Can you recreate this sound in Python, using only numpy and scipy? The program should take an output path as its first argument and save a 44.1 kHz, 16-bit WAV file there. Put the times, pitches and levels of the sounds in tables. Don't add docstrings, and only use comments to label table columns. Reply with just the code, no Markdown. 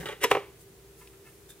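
import sys
import numpy as np
from scipy import signal
from scipy.fft import rfft, irfft
from scipy.io import wavfile

SR = 44100
rng = np.random.default_rng(int(sys.argv[2]) if len(sys.argv) > 2 else 0)


def to_wav(sig):
    pcm = np.clip(np.atleast_2d(sig), -1, 1) * 32767
    pcm = np.round(pcm).astype(np.int16)
    wavfile.write(sys.argv[1], SR, pcm.T)


N = 70560
T, HZ = np.arange(N) / SR, np.fft.rfftfreq(2 * N, 1 / SR)
BITE_HZ, THUMP_HZ = 4030, 796

# f/Hz, correlation
DIFFUSE_COHERENCE = [(100, 1), (600, 0.88), (2000, 0.89), (3500, 1), (6000, 0), (15000, 0)]
# f/Hz, correlation
AMBIENT_COHERENCE = [(50, 0.93), (400, 0.89), (1000, 0.43), (3000, 0.19), (12000, 0.039)]


def amp(db):
    return 10 ** (np.asarray(db) / 20)


def unit(x):
    return x / np.sqrt(np.mean(x ** 2) + 1e-20)


def curve(points, hz=HZ):
    f, value = np.transpose(points)
    return np.interp(np.log(hz + 1), np.log(f + 1), value)


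def causal(db):
    log_gain = np.log(amp(np.r_[db, db[-2:0:-1]]))
    return np.exp(np.conj(signal.hilbert(log_gain)))[:len(HZ)]


def filtered(x, response):
    return irfft(rfft(x, 2 * N) * response)[..., :N]


def delay(seconds):
    return np.exp(-2j * np.pi * HZ * seconds)


def above(hz, order=6):
    return 1 - 1 / (1 + (HZ / hz) ** order)


def resonance(hz, peak_db, half_width_hz):
    return peak_db / (1 + ((HZ - hz) / half_width_hz) ** 2)


def stereo_noise(coherence):
    a, b = rng.standard_normal((2, N))
    correlation = np.clip(curve(coherence), -1, 1)
    mid = filtered(a, np.sqrt((1 + correlation) / 2))
    side = filtered(b, np.sqrt((1 - correlation) / 2))
    return np.array([mid + side, mid - side])


def swell(start, rise, fade):
    return np.clip((T - start) / rise, 0, 1) * np.exp(-np.maximum(T - start - rise, 0) / fade)


def ring(modes):
    return sum(amp(db - 60 * T / t60) * np.sin(2 * np.pi * hz * T) for hz, db, t60 in modes)


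def impulse(start, spectrum_db):
    return irfft(delay(start) * causal(spectrum_db))[:N]


def impacts(hits, spectrum):
    treble, bass = above(BITE_HZ), 1 - above(THUMP_HZ, order=2)
    return sum(impulse(start, db + curve(spectrum) + bite * treble + thump * bass)
               for start, db, bite, thump in hits)


def slips(per_second=3500, spread_db=5):
    signs = np.sign(rng.standard_normal(N)) * (rng.random(N) < per_second / SR)
    return signs * amp(spread_db * np.minimum(rng.exponential(1, N), 3))


def diffuse_tail(decay, rise_s):
    hz, t, bands = signal.stft(stereo_noise(DIFFUSE_COHERENCE), SR, nperseg=256)
    damping = amp(-60 * t / curve(decay, hz)[:, None])
    tail = signal.istft(bands * damping, SR, nperseg=256)[1][:, :N]
    return unit(tail * np.minimum(T / rise_s, 1)) / np.sqrt(N)


def bench(x, scatter_db, echoes=(), modes=(), room_db=-7.5):
    # f/Hz, T60/s
    scatter_decay = [(200, 0.059), (3000, 0.057), (14000, 0.028)]
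    # f/Hz, T60/s
    room_decay = [(100, 0.98), (500, 0.31), (1200, 0.33), (2500, 0.37), (5000, 0.363), (14000, 0.12)]
    # f/Hz, left minus right/dB
    balance = [(100, -1.5), (550, -1), (1100, -1.5), (2200, -0.9), (5000, 1.2), (13000, 4)]
    early = 1 + sum(amp(db) * delay(lag) / (1 + 1j * HZ / cutoff) for lag, db, cutoff in echoes)
    scatter = diffuse_tail(scatter_decay, rise_s=0.001)
    room = diffuse_tail(room_decay, rise_s=0.004)
    late = ring(modes) + amp(scatter_db) * (scatter + amp(room_db) * room)
    left_db, right_lag_s = curve(balance) / 2, 2.3 / SR
    ports = np.array([amp(left_db), amp(-left_db) * delay(right_lag_s)])
    return filtered(x, (early + rfft(late, 2 * N)) * ports)


def background(noise_db=-55, waver_depth=0.35, waver_hz=8.7):
    # f/Hz, relative level/dB
    spectrum = [(20, -19), (45, 5), (70, 8.5), (140, 13.5), (230, 3), (320, 2.5), (400, 14.5), (480, 3.5),
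                (620, -1.5), (1000, -4), (2500, -6.5), (5000, -9), (9000, -7.5), (15500, -9)]
    # f/Hz, level/dB
    hum = [(59.2, -64.5), (119, -67.5), (321, -69), (391, -60.5), (463, -70)]
    sound = amp(noise_db) * unit(filtered(stereo_noise(AMBIENT_COHERENCE), amp(curve(spectrum))))
    slow = 1 - above(waver_hz, order=2)
    for hz, db in hum:
        in_phase, quadrature = waver_depth * unit(filtered(rng.standard_normal((2, N)), slow))
        phase = 2 * np.pi * (hz * T + rng.random())
        sound += amp(db) * unit((1 + in_phase) * np.cos(phase) + quadrature * np.sin(phase))
    return sound


def rustle(strokes, spectrum, coherence):
    noise = unit(filtered(stereo_noise(coherence), amp(curve(spectrum))))
    return noise * sum(amp(db) * swell(start, rise, fade) for start, rise, fade, db in strokes)


def hands():
    # t/s, rise/s, fade/s, level/dB
    brushes = [(.575, 0.04, 0.021, -54.5), (.96, 0.035, 0.093, -55), (1.24, 0.033, 0.15, -60),
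               (1.48, 0.027, 0.015, -48.5)]
    # f/Hz, relative level/dB
    hiss = [(500, -5), (4000, -3), (8500, 7.5), (12000, 5), (15500, 2)]
    # t/s, rise/s, fade/s, level/dB
    bumps = [(0, 0.00057, 0.07, -38), (.312, 0.024, 0.04, -41)]
    # f/Hz, relative level/dB
    thud = [(30, -40), (70, 10.5), (100, -1), (140, 18), (210, -2.5), (350, 9.5), (900, -17)]
    return rustle(brushes, hiss, DIFFUSE_COHERENCE) + rustle(bumps, thud, AMBIENT_COHERENCE)


def holder_grazes():
    # t/s, rise/s, fade/s, level/dB, favoured f/Hz
    grazes = [(1.002, 0.014, 0.025, -54.5, 1000), (1.128, 0.0099, 0.015, -60.5, 1360),
              (1.248, .028, 0.016, -53.5, 1780)]
    # f/Hz, relative level/dB, T60/s
    modes = [(1015, -11.5, 0.07), (1366, 1.5, 0.023), (1760, -1, 0.035), (2147, 3.5, 0.024),
             (2610, 3.5, 0.024)]
    rub = filtered(slips(), rfft(ring(modes), 2 * N))
    sound = np.zeros(N)
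    for start, rise, fade, db, hz in grazes:
        favour = amp(resonance(hz, peak_db=9.5, half_width_hz=130))
        sound += amp(db) * swell(start, rise, fade) * unit(filtered(rub, favour))
    return sound


def metal_tick(start_s=1.0743):
    # f/Hz, level/dB
    spectrum = [(500, -62), (1900, -29), (2620, -16), (3300, -20.5), (15000, -48)]
    return impulse(start_s, curve(spectrum))


def steel_tinks():
    # t/s, level/dB
    touches = [(1.492, -52), (1.5035, -44.5), (1.519, -54.5)]
    # f/Hz, relative level/dB, T60/s
    modes = [(1680, -6.5, 0.018), (3586, 0, 0.041), (11900, -21, 0.032)]
    strikes = sum(amp(db) * delay(start) for start, db in touches)
    return bench(filtered(ring(modes), strikes), scatter_db=-4.5)


def contact(db, bite, hz):
    return db + bite * above(BITE_HZ) + resonance(hz, peak_db=10, half_width_hz=85)


def thread_rasps():
    # t/s, rise/s, fade/s, relative level/dB, bite/dB, resonance f/Hz
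    strokes = [(.001, 0.0012, 0.027, -44, 1.5, 1770), (0.026, 0.0024, 0.0068, -38.5, -28, 1105),
               (.057, 0.00071, 0.025, -36, -1, 1190), (0.089, 0.003, 0.018, -42.5, -4, 830),
               (0.107, 0.0045, 0.012, -41.5, -5.5, 2000), (0.12, 0.0037, 0.005, -45, -8, 1840),
               (0.202, 0.016, .01, -38.5, 4, 2400), (0.221, 0.016, 0.0078, -28.5, 6.5, 1900),
               (0.296, 0.015, 0.0062, -31.5, 6.5, 2380)]
    # t/s, relative level/dB, bite/dB, resonance f/Hz
    catches = [(.0575, -7, -5, 3750), (.0875, -9.5, -5.5, 3400), (0.0895, -12, -25, 630),
               (.2237, -10.5, -2, 2300)]
    # f/Hz, relative level/dB
    spectrum = [(80, -33), (250, -12), (410, 9.5), (590, 2.5), (710, -9.5), (810, 3.5), (950, -7),
                (1200, 1), (1550, -2), (2000, 0.5), (3000, -2), (3700, -3), (4500, -12.5), (9000, -12.5),
                (15000, -21)]
    rub = unit(filtered(slips(), causal(curve(spectrum))))
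    sliding = sum(filtered(rub * swell(start, rise, fade), causal(contact(*point)))
                  for start, rise, fade, *point in strokes)
    catching = sum(impulse(start, curve(spectrum) + contact(*point)) for start, *point in catches)
    return bench(sliding / 2 + catching, scatter_db=3)


def tool_clacks(gain_db=8):
    # t/s, relative level/dB, bite/dB, thump/dB
    hits = [(.31321, 2.5, 1, -11), (.35, -7.5, -8, -5.5), (.368, -16.5, -3, 5)]
    # f/Hz, relative level/dB
    spectrum = [(40, -34), (130, -5.5), (220, -14.5), (420, 9), (780, 5), (1080, 4.5), (1600, -6),
                (2250, -1), (2750, -3.5), (3500, -10), (4500, -19), (8000, -21.5), (14000, -23.5),
                (15600, -30)]
    # delay/s, gain/dB, low-pass f/Hz
    echoes = [(.00096, -9, 8100), (.0015, 5, 453), (.00335, 12, 400), (.00374, 9.5, 2200)]
    # f/Hz, relative level/dB, T60/s
    modes = [(399.5, -33, 0.18), (527, -37.5, 0.14), (786.6, -30.5, 0.1), (1015, -54, 0.49),
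             (1090, -29, 0.038), (1316, -30.5, 0.094), (2272, -42.5, 0.18), (12400, -48, .13)]
    return bench(amp(gain_db) * impacts(hits, spectrum), scatter_db=4.5, echoes=echoes, modes=modes)


def scissor_cut(gain_db=13):
    # t/s, relative level/dB, bite/dB, thump/dB
    chatter = [(.2396, -1.5, 4.5, -5), (.2413, -3, -18, 7), (.2436, 3.5, -9, 3.5), (.2457, -6, -1, -11),
               (.2478, -9.5, -4, -8.5)]
    # f/Hz, relative level/dB
    spectrum = [(40, -40), (180, -18.5), (310, 2.5), (470, -1), (790, -7.5), (1030, -6), (1600, -15),
                (2000, -6), (3000, -9.5), (3900, -14.5), (4500, -20.5), (5400, -12.5), (6600, -18),
                (14000, -13.5), (15300, -58)]
    # f/Hz, relative level/dB, T60/s
    modes = [(2190, -63, 0.2), (3440, -40, 0.0406)]
    return bench(amp(gain_db) * impacts(chatter, spectrum), scatter_db=0, modes=modes, room_db=-12.5)


def scene():
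    work = scissor_cut() + tool_clacks() + thread_rasps() + steel_tinks() + hands()
    holder = bench(holder_grazes() + metal_tick(), scatter_db=-7.5)
    return work + holder + background()


def record(dry):
    cutoff_hz = 15800
    lowpass = signal.firwin(511, cutoff_hz, window=("kaiser", 9), fs=SR)
    return signal.oaconvolve(dry, lowpass[None], "same")


dry = scene()
out = record(dry)
to_wav(out)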